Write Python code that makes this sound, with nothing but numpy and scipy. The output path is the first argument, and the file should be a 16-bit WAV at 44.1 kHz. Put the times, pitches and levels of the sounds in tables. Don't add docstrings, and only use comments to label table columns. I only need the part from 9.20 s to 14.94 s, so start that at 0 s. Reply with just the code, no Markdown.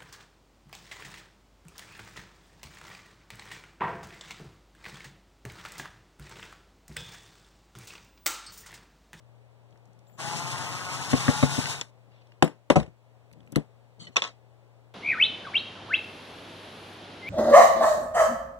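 import sys
import numpy as np
from scipy import signal
from scipy.fft import rfft, irfft, next_fast_len
from scipy.io import wavfile
from scipy.ndimage import uniform_filter1d, map_coordinates

SR = 44100
rng = np.random.default_rng(int(sys.argv[2]) if len(sys.argv) > 2 else 0)


def generate_wav(signal):
    frames = np.transpose(np.atleast_2d(signal))
    scaled = np.clip(frames, -1, 1) * 32767
    pcm = np.round(scaled).astype(np.int16)
    wavfile.write(sys.argv[1], SR, pcm)


def voltage_ratio(decibels):
    exponent = np.asarray(decibels, float) / 20
    return 10 ** exponent


N = 253134
T = np.arange(N) / SR


def noise():
    return rng.standard_normal(N)


def unit(x):
    return x / np.sqrt(np.mean(x ** 2))


def bins(size):
    return np.maximum(np.fft.rfftfreq(size, 1 / SR), 1)


def gain_at(hz, points):
    f, db = np.transpose(points)
    return voltage_ratio(np.interp(np.log(hz), np.log(f), db))


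def colour(x, spectrum, lo_hz=20, hi_hz=20000):
    size = next_fast_len(len(x))
    hz = bins(size)
    edges = 1 / (1 + (lo_hz / hz) ** 4) / (1 + (hz / hi_hz) ** 4)
    return unit(irfft(rfft(x, size) * gain_at(hz, spectrum) * edges, size)[:len(x)])


def steep(x, peaks):
    out = 0
    for hz, width, db in peaks:
        b, a = signal.iirpeak(hz, hz / (width * 1.2), SR)
        out = out + voltage_ratio(db) * signal.lfilter(b, a, signal.lfilter(b, a, x))
    return out


def walk(rate):
    k = int(SR / rate)
    held = np.repeat(rng.standard_normal(N // k + 1), k)
    return 0.909 * uniform_filter1d(uniform_filter1d(held, k), k)[:N]


def swell(s, length_s, edge_s):
    nearest_end = np.minimum(T - s + edge_s, s + length_s + 2 * edge_s - T)
    return np.sin(np.pi / 2 * np.clip(nearest_end / edge_s / 2, 0, 1)) ** 2


def rubs(events):
    return sum(voltage_ratio(db) * swell(s, length_s, 0.0071) for s, length_s, db in events)


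def add(out, s, sound):
    i = int(s * SR)
    out[i:i + len(sound)] += sound[:len(out) - i]


def hits(events, modes, spectrum, push_s, crack_s, tail_s, tail_db, top_hz):
    out, t = np.zeros(N), T[:SR // 5]
    hz, db, t60 = np.transpose(modes)[:, :, None]
    t60 = np.minimum(t60, np.minimum(.14, .012 + 40 / hz))
    for s, peak_db, crack_db, length, bright_db in events:
        level_chance, pitch_chance = rng.standard_normal((2, len(hz), 1))
        fade = np.exp(-np.log(1000) * t / (t60 * length)) * (1 - np.exp(-t / push_s))
        level = voltage_ratio(db + bright_db * np.log2(hz / 500) + 1.5 * level_chance)
        ring = (level * fade * np.sin(2 * np.pi * hz * (1 + pitch_chance / 100) * t)).sum(axis=0)
        white = rng.standard_normal(len(t))
        crack_fade = np.exp(-t / crack_s) + voltage_ratio(-45.5) * np.exp(-t / tail_s)
        crack = colour(white, spectrum, lo_hz=1170, hi_hz=top_hz) * (1 - np.exp(-t / 0.00019)) * crack_fade / 3
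        tail_fade = np.exp(-t / (tail_s * length)) * (1 - np.exp(-t / 0.0017))
        tail = colour(white, spectrum, lo_hz=220.0) * voltage_ratio(tail_db) * tail_fade
        add(out, s, voltage_ratio(peak_db) * (ring / np.abs(ring).max() + voltage_ratio(crack_db) * crack + tail))
    return out


TOUCH_S, BITE_S, FREE_S, RELEASE_S = 0.87, 0.97, 1.92, 2.61
# (t/s, armature turns f/Hz, effort level/dB)
MOTOR_RUN = [(.987, 157.6, -50.5), (1.01, 163.3, -46), (1.1, 168.2, -44), (1.27, 176.3, -45.5),
             (1.4, 178.5, -45.5), (1.6, 179.9, -46), (1.89, 187.2, -45.5), (1.92, 271, -43),
             (2.1, 279.6, -42), (2.27, 287, -44.5), (2.38, 299, -43.5), (2.5, 308.3, -44.5),
             (2.6, 304, -52), (2.68, 304, -76.5)]
# (multiple of the turn rate, level/dB)
WHINE_HARMONICS = [(3, -1), (4, 0), (5, 0), (6, 0), (7, -1), (8, -1), (9, -4)]
# (f/Hz, width/Hz, level/dB)
SHELL_PEAKS = [(700, 125, -1.5), (841, 60, 5.5), (1054, 148, 0.5), (1263, 67, -1), (1454, 180, -1.5)]
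# (f/Hz, level/dB per Hz)
GRIND_SPECTRUM = [(70, -19.5), (135, 6.5), (200, -9.5), (300, -9), (550, -12.5), (900, -7.5), (1500, -14),
                  (2350, -13), (3300, -15), (4700, -17), (6500, -15.5), (8500, -21.5), (11000, -26),
                  (11500, -41), (12100, -48.5), (13300, -31), (14100, -33), (14600, -57.5)]
# (f/Hz, width/Hz, level/dB)
CHUCK_PEAKS = [(3720, 380, 0), (14900, 900, -18)]


def driver():
    s, run_hz, run_db = np.transpose(MOTOR_RUN)
    turns_hz, effort_db = np.interp(T, s, run_hz), np.interp(T, s, run_db)
    turn = 2 * np.pi * np.cumsum(turns_hz * (1 + 0.00905 * walk(30.1))) / SR
    effort = voltage_ratio(effort_db) * swell(s[0], s[-1] - s[0], 0.019)
    hiss_gain = effort * voltage_ratio(3.5 * np.log2(uniform_filter1d(turns_hz, size=SR // 8) / 200))

    throb = 1 + .5 * np.cos(turn / 12)
    whine = 0
    for k, db in WHINE_HARMONICS:
        level = voltage_ratio(db + 3 * walk(9) + 3.5 * walk(40))
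        whine = whine + level * throb * np.sin(k * turn + 7 * rng.random())
    whine = unit(steep(whine, SHELL_PEAKS))

    once_a_turn = 1 + 0.2 * np.cos(turn) + 0.11 * np.cos(2 * turn)
    bite = voltage_ratio(1.1 * walk(600) + 0.5 * walk(30.27)) * once_a_turn
    teeth = noise() * bite
    grind = colour(teeth, GRIND_SPECTRUM, lo_hz=413, hi_hz=2300)
    apart = np.array([colour(noise() * bite, GRIND_SPECTRUM, lo_hz=3200) for _ in range(2)])
    hiss = colour(teeth, GRIND_SPECTRUM, lo_hz=2300) + voltage_ratio(-5) * apart
    hiss = hiss * voltage_ratio(2.4 * walk(53.5))
    shake = colour(noise(), GRIND_SPECTRUM, hi_hz=367) * voltage_ratio(2 * walk(29.36))
    rattle = voltage_ratio(-6) * unit(steep(teeth, CHUCK_PEAKS)) * swell(FREE_S + .08, 1, .06)
    body = effort * (rattle + voltage_ratio(2.5) * whine + voltage_ratio(5.5) * grind + voltage_ratio(-4 + 9.5) * shake)
    return body, hiss_gain * voltage_ratio(4.5) * hiss


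def controller():
    idle_hz, loaded_hz, sag_s = 7250, 6900, .02
    idle_db, loaded_db, octave_loaded_db, octave_free_db = -68, -62, -63, -72
    load = 1 - np.exp(-np.maximum(T - BITE_S, 0) / sag_s)
    rate_hz = (idle_hz + (loaded_hz - idle_hz) * load) * (1 + 0.0073 * walk(150))
    phase = 2 * np.pi * np.cumsum(rate_hz) / SR
    db = idle_db + (loaded_db - idle_db) * load
    octave_db = np.where(T < FREE_S, octave_loaded_db - 8 * (1 - load), octave_free_db)
    whistle = voltage_ratio(db + 2.3 * walk(37)) * np.sin(phase)
    octave = voltage_ratio(octave_db + 2.3 * walk(30)) * np.sin(2 * phase)
    return (whistle + octave) * swell(TOUCH_S, RELEASE_S - TOUCH_S, .005)


# (t/s, peak level/dB, crack over ring level/dB, ring length factor)
LIFT_EVENTS = [
    (1.931, -9, 0, 1.11),
    (2.081, -8, 2, 1.07),
    (2.227, -7.5, 1.5, 1.03),
    (2.38, -17, -17, 0.79),
    (2.455, -41, -2, 0.72),
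]
# (f/Hz, level/dB, t60/s)
LIFT_MODES = [(60.1, -34, 0.3), (142, -1.5, 0.104), (251.2, 4, 0.073), (395, -8.5, 0.053),
              (481, -12.5, 0.1), (566, -11.5, 0.1), (725, -14, 0.097), (846, -21, .07), (1085, -9, 0.1),
              (1640, -12, 0.024)]
# (f/Hz, level/dB per Hz)
WOOD_SPECTRUM = [(40, 0), (80, -1.5), (160, 11.5), (300, 0), (550, -5), (900, -13), (1500, -23),
                 (2300, -23.5), (3500, -31.5), (5500, -35.5), (8000, -36), (10500, -44.5), (13500, -54),
                 (16000, -56)]


def screw_lifts():
    bumps = []
    for s, db, crack_db, length in LIFT_EVENTS:
        bumps.append((s, db, crack_db, length, 0))
        bumps.append((s + .0082, db - 2, crack_db - 5, 0.23 * length, -1.5))
    return hits(bumps, LIFT_MODES, WOOD_SPECTRUM, push_s=0.0018, crack_s=0.0019,
                tail_s=0.017, tail_db=-15.5, top_hz=2500)


# (t/s, peak level/dB, crack over ring level/dB, ring length factor, brightness/dB per octave)
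FALL_EVENTS = [
    (3.2245, -2.5, 3.5, 0.85, 0.55),
    (3.247, -31.5, 6, .7, 0.99),
    (3.277, -33.5, 8, 0.53, 0.32),
]
# (f/Hz, level/dB, t60/s)
FALL_RING = [(159.5, -3, 0.19), (287, 4, 0.077), (333, -1.5, 0.07), (511, -9, 0.09), (577, -10, 0.05),
             (689, -13, .1), (756, 3.5, 0.032), (990, -16, 0.075), (1330, -16, .05), (1640, -23.5, 0.06),
             (1720, -23.5, 0.05), (1500, -14, .04), (3650, -19.5, 0.025), (3700, -28, .07)]


def housing_fall():
    return hits(FALL_EVENTS, FALL_RING, WOOD_SPECTRUM, push_s=0.002, crack_s=0.0017,
                tail_s=0.031, tail_db=-15, top_hz=12400)


# (t/s, peak level/dB, crack over ring level/dB, ring length factor, brightness/dB per octave)
KNOCK_EVENTS = [
    (3.5005, -8, 5, 0.76, 0.86),
    (3.504, -8.5, -13.5, 0.66, 0.91),
]
# (f/Hz, level/dB, t60/s)
KNOCK_MODES = [(159, -3.5, 0.16), (294, -1, 0.08), (367, -2.5, 0.06), (473, -7.5, 0.07), (524, 1.5, 0.0486),
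               (736, -7, 0.066), (784, -3.5, 0.06), (849, -9, 0.037), (965, -5.5, 0.07), (1104, -6, 0.085),
               (1290, -9, 0.05), (1552, -21, .03), (3050, -12, .026), (3460, -19, .04)]


def tool_knocks():
    return hits(KNOCK_EVENTS, KNOCK_MODES, WOOD_SPECTRUM, push_s=0.0014, crack_s=0.0021,
                tail_s=0.0204, tail_db=-5.5, top_hz=11120)


# (t/s, peak level/dB, crack over ring level/dB, ring length factor, brightness/dB per octave)
ROCK_EVENTS = [
    (3.557, -8.5, -7, 0.94, 4),
    (3.561, -10, -3, 0.84, 0.5),
    (3.5662, -5.5, -18, .75, -3),
    (3.59, -26.5, -13, 0.98, -7.5),
    (3.6, -21, -1, 1.0, -10.5),
    (3.629, -34, 3.5, 0.55, 0),
    (3.663, -52, 11, 0.92, 10),
    (3.678, -35.5, -18, 0.34, -7.5),
]
# (f/Hz, level/dB, t60/s)
ROCK_RING = [(60.4, -18.5, .3), (107, -11, .2), (154, 3, 0.14), (218, -6, 0.18), (300, -6, 0.072),
             (420, -11, .05), (474, -4.5, 0.11), (582, -1.5, 0.063), (647, -12.5, 0.048),
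             (725.4, -5.5, .069), (991, -10.5, .065), (1073, -14.5, .07), (1273, -15.5, .05),
             (1877, -24.5, 0.0092)]


def tool_rocks():
    return hits(ROCK_EVENTS, ROCK_RING, WOOD_SPECTRUM, push_s=0.0015, crack_s=0.0026,
                tail_s=0.031, tail_db=-17, top_hz=11120)


# (t/s, peak level/dB, crack over ring level/dB, ring length factor, brightness/dB per octave)
THUD_EVENTS = [
    (4.325, -30, -14, 0.82, -10),
    (4.3638, -7, -24, 0.42, -7.5),
    (4.37, -14.5, -35, 1.15, -4),
]
# (f/Hz, level/dB, t60/s)
THUD_RING = [(155.3, -3.5, 0.088), (224, 0, 0.082), (278.3, 5.5, 0.068), (355, 1.5, 0.04), (437, -8, 0.073),
             (690, 0, 0.035)]


def hand_thuds():
    return hits(THUD_EVENTS, THUD_RING, WOOD_SPECTRUM, push_s=0.0022, crack_s=0.0037,
                tail_s=0.023, tail_db=-19.0, top_hz=9000)


# (t/s, peak level/dB, crack over ring level/dB, ring length factor, brightness/dB per octave)
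CLINK_EVENTS = [(2.612, -16, -5, 0.53, 17.5), (2.664, -61, -7, 0.56, 16), (4.959, -18.5, 2, 1.67, -0.5),
                (4.966, -10, 3.5, 1.6, 6), (5.02, -16.5, 6.5, 1.4, 3.5), (5.039, -21.5, 2, 1.3, 8.5),
                (5.049, -26, 1, 2.4, 1.5), (5.066, -31, -9, 1.3, 0.5), (5.075, -30.5, -5, 1.5, 3.5),
                (5.085, -39, -9, 1.3, -9), (5.1, -49, -9, 2, -8)]
# (f/Hz, level/dB, t60/s)
CLINK_MODES = [(287, -11, 0.03), (706, -1.5, 0.019), (1036, -0.5, 0.071), (1095, 3.5, 0.06),
               (1302, 3, 0.18), (1630, -11.5, 0.025), (3000, -14, .04), (3546, 2.5, 0.037),
               (3690, -3.5, 0.077), (3890, -9.5, 0.028), (5640, -6.5, 0.038), (6500, 2.5, 0.0042)]
# (f/Hz, level/dB per Hz)
METAL_SPECTRUM = [(40, -38.5), (80, 0), (160, 2), (300, -2.5), (550, 0), (900, -7), (1500, -9),
                  (2300, -6.5), (3500, -8), (5500, -12.5), (8000, -21), (10500, -42.5), (13500, -41.5),
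                  (16000, -42.5)]


def screw_clinks():
    return hits(CLINK_EVENTS, CLINK_MODES, METAL_SPECTRUM, push_s=0.00021, crack_s=0.0019,
                tail_s=0.01, tail_db=-13.0, top_hz=7000)


# (t/s, peak level/dB, crack over ring level/dB, ring length factor, brightness/dB per octave)
PING_EVENTS = [
    (4.869, -36.5, -8.5, 1.7, 0.52),
    (4.927, -58.5, -12.5, 1.2, 3),
]
# (f/Hz, level/dB, t60/s)
PING_RING = [(1960, -6, .04), (2970, 0.5, .04), (3660, -14, .035), (4300, -6.5, .03), (8000, -20, .025)]


def screw_pings():
    return hits(PING_EVENTS, PING_RING, METAL_SPECTRUM, push_s=0.0003, crack_s=0.0012,
                tail_s=0.0098, tail_db=-14, top_hz=6000)


# (t/s, length/s, level/dB)
SLIDE_STROKES = [
    (4.797, 0.028, -50),
    (4.826, 0.021, -53),
    (4.845, 0.043, -63),
    (4.92, 0.022, -70),
    (4.99, 0.031, -77.5),
    (5.04, 0.015, -56.5),
    (5.08, 0.029, -80),
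]
# (f/Hz, width/Hz, level/dB)
SCRAPE_PEAKS = [(2120, 150, 3.5), (3164, 170, 12), (3700, 120, 4), (4100, 150, 6.5), (4500, 200, 13),
                (6050, 250, 0), (6290, 150, 2), (7130, 250, 4), (7950, 180, -0.5), (8500, 250, 1.5),
                (10000, 600, -12.5), (1170, 520, -1.5)]
# (t/s, length/s, level/dB)
HAND_STROKES = [
    (.525, 0.016, -59),
    (.67, 0.044, -68),
    (.75, 0.39, -69),
    (2.875, 0.031, -63),
    (4.11, 0.21, -60),
    (4.33, 0.028, -55),
    (4.785, 0.12, -55),
]
# (t/s, length/s, level/dB)
SLEEVE_STROKES = [
    (2.91, 0.109, -69),
    (3.03, .12, -76),
]


def slides():
    slip = noise() * voltage_ratio(2.4 * walk(150))
    pace = 1 - .06 * np.clip((T - 4.805) / .08, 0, 1)
    scrape = map_coordinates(unit(steep(slip, SCRAPE_PEAKS)), [np.cumsum(pace)], mode="mirror")
    rumble = colour(noise() * voltage_ratio(2.5 * walk(60)), WOOD_SPECTRUM, hi_hz=609)
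    rustle = colour(slip, METAL_SPECTRUM, lo_hz=1710, hi_hz=5000)
    return (rustle * rubs(SLEEVE_STROKES) + voltage_ratio(2.0) * scrape * rubs(SLIDE_STROKES)
            + voltage_ratio(5.5) * rumble * rubs(HAND_STROKES))


# (t/s, peak level/dB, centre f/Hz)
TICK_EVENTS = [(.49, -62, 3000), (.508, -56, 5000), (0.526, -56, 2500), (0.558, -52, 1180),
               (.574, -58, 5000), (.655, -56, 6500), (.675, -62, 5000), (.732, -56, 6000), (.79, -55, 5000),
               (0.869, -60, 2970), (0.897, -53, 1750), (1.134, -41, 3700), (2.238, -26, 3473),
               (2.262, -38, 4200), (2.441, -31, 3000), (2.457, -16.5, 2790), (2.644, -54, 6000),
               (3.245, -30, 11000), (3.265, -46, 8000), (3.278, -39, 7000), (3.013, -65, 3740),
               (3.071, -56, 3900), (3.12, -49, 2300), (4.114, -52, 2000), (4.115, -63, 8000),
               (4.128, -49.5, 7000), (4.134, -61, 7000), (4.134, -48, 2510), (4.205, -49.5, 2200),
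               (4.23, -59, 1700), (4.265, -57, 7000), (4.274, -50.5, 1960), (4.276, -57, 10000),
               (4.321, -33.5, 8240), (4.322, -52, 8500), (4.351, -43, 3000), (4.358, -20, 1500),
               (4.359, -22, 4360), (4.359, -25, 8500)]


def ticks():
    out, t = np.zeros(N), T[:800]
    for s, db, hz in TICK_EVENTS:
        burst = rng.standard_normal(len(t)) * np.exp(-t / .0015)
        grain = steep(burst, [(hz, hz * .8, 0)])
        add(out, s, voltage_ratio(db) * grain / np.abs(grain).max())
    return out


def room(x):
    t, t60_s, wet_db, shifts_per_s = T[:SR // 5], .2, -8, 70
    fade = np.exp(-np.log(1000) * t / t60_s) * (voltage_ratio(-32.0) + np.exp(-t / 0.0023))
    tails = rng.standard_normal((6, len(t))) * fade
    tails = signal.lfilter(*signal.butter(2, 1500, "high", fs=SR), tails)
    tails = tails / np.linalg.norm(tails, axis=1, keepdims=True)
    shift = np.array([walk(shifts_per_s) for _ in range(6)]).reshape(2, 3, N)
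    shift = shift / np.linalg.norm(shift, axis=1, keepdims=True)
    wet = signal.fftconvolve(x[None], tails, axes=1)[:, :N].reshape(2, 3, N)
    return voltage_ratio(wet_db) * (shift * wet).sum(axis=1)


AIR_DB = -63


def duck():
    fall_s, rock_s = FALL_EVENTS[0][0], ROCK_EVENTS[0][0]
    since = np.maximum(T - fall_s, 0)
    dips = sum(np.exp(-((T - s - 0.24) / .06) ** 2) for s in (fall_s, rock_s))
    slow = (1 - np.exp(-since / .08)) * np.exp(-(since / 0.6) ** 2)
    return voltage_ratio(-3 * dips - 2.5 * slow)


# (f/Hz, level/dB per Hz)
AIR_SPECTRUM = [(40, -27), (80, 6.5), (160, 1.5), (300, -2), (550, 2.5), (900, -3.5), (1500, -16.5),
                (2300, -23.5), (3500, -26), (5500, -33), (8000, -32.5), (10500, -40.5), (13500, -40.5),
                (16000, -36.5)]
# (f/Hz, peak level/dB)
HUM_LINES = [(59.8, -79), (119.6, -52.5), (239.2, -82.5)]


def workshop():
    whole = 0
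    for hz in 30 * 2. ** np.arange(10):
        band = colour(noise(), [(1, 0), (2, 0)], hz, 2 * hz)
        whole = whole + band * np.sqrt(hz) * voltage_ratio(1.1 * walk(7))
    hum = 0
    for hz, db in HUM_LINES:
        hum = hum + voltage_ratio(db + 0.5 * walk(0.87) + 1.0 * walk(12)) * np.sin(2 * np.pi * hz * T)
    diffuse = np.array([colour(noise(), AIR_SPECTRUM, lo_hz=304) for _ in range(2)])
    return duck() * (voltage_ratio(AIR_DB) * colour(whole, AIR_SPECTRUM) + hum + voltage_ratio(AIR_DB - 3.5) * diffuse)


SIDE_HZ = [150, 300, 600, 1200]


def place(x, side_db):
    size = next_fast_len(N)
    side = gain_at(bins(size), np.transpose([SIDE_HZ, [*side_db, 0]]))
    return np.array([x, irfft(rfft(x, size) * side, size)[:N]])


def scene():
    body, hiss = driver()
    near = place(body + screw_lifts(), (2, 4, 0.5))
    near = near + place(housing_fall(), (2.5, -4, -0.77))
    near = near + place(tool_knocks(), (0.85, -5, .6))
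    near = near + place(tool_rocks(), (2.5, .6, 4))
    near = near + place(screw_pings() + screw_clinks() + slides(), (-2.5, -1.5, 1.8))
    near = near + place(hand_thuds(), (2.2, -5, .2))
    near = near + controller() + ticks()
    return near + hiss + room(near[0]) + workshop()


def low_pass(x):
    return signal.sosfilt(signal.butter(12, 16630, fs=SR, output="sos"), x)


# (f/Hz, level/dB)
PORT_RESPONSE = [(40, -15.5), (150, -11), (300, -5), (700, -6), (1800, -1.5), (2400, 1.64), (3100, -1),
                 (4800, -4.5), (6500, -10.5), (9600, -5), (15000, -4.5)]


def record(dry):
    steer_s, copy_treble, copy_hz = 1 / 2410, .62, 3600
    bass_turn, bass_turn_hz = 0.81, 1060
    far_port, far_port_hz, treble_db = 2.47, 2000, 4
    own_bass_hz = 900
    size = next_fast_len(N)
    hz = bins(size)
    left, other = rfft(dry, size)
    copy = copy_treble + (1 - copy_treble) / (1 + (hz / copy_hz) ** 4)
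    turn = bass_turn / (1 + (hz / bass_turn_hz) ** 4)
    late = -copy * np.exp(-2j * np.pi * hz * steer_s - 1j * turn)
    share = far_port / (1 + (far_port_hz / hz) ** 2)
    leak = (.04 + 1.0 * (1 - copy)) * np.exp(-2j * np.pi * hz * .004)
    far = share * (other - left)
    even = voltage_ratio(treble_db * share / far_port) / np.sqrt(1 + share ** 2 / 2)
    own = left + (other - left) / (1 + (hz / own_bass_hz) ** 4)
    right_side = gain_at(hz, PORT_RESPONSE) * (late * own + far * (1 - leak))
    both = irfft(even * np.array([left + late * far, right_side]), size)[:, :N]
    both = signal.sosfilt(signal.butter(6, 50, "high", fs=SR, output="sos"), both)
    both = voltage_ratio(1.5) * signal.sosfilt(signal.ellip(8, .2, 70, 15600, fs=SR, output="sos"), both)
    capsule_hiss = np.array([colour(noise(), AIR_SPECTRUM, lo_hz=1467) for _ in range(2)])
    both = both + voltage_ratio(-88.5) * rng.standard_normal(both.shape) + voltage_ratio(-75.5) * capsule_hiss
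    return low_pass(1.5 * np.tanh(both / 1.52))


dry = scene()
out = record(dry)
generate_wav(out)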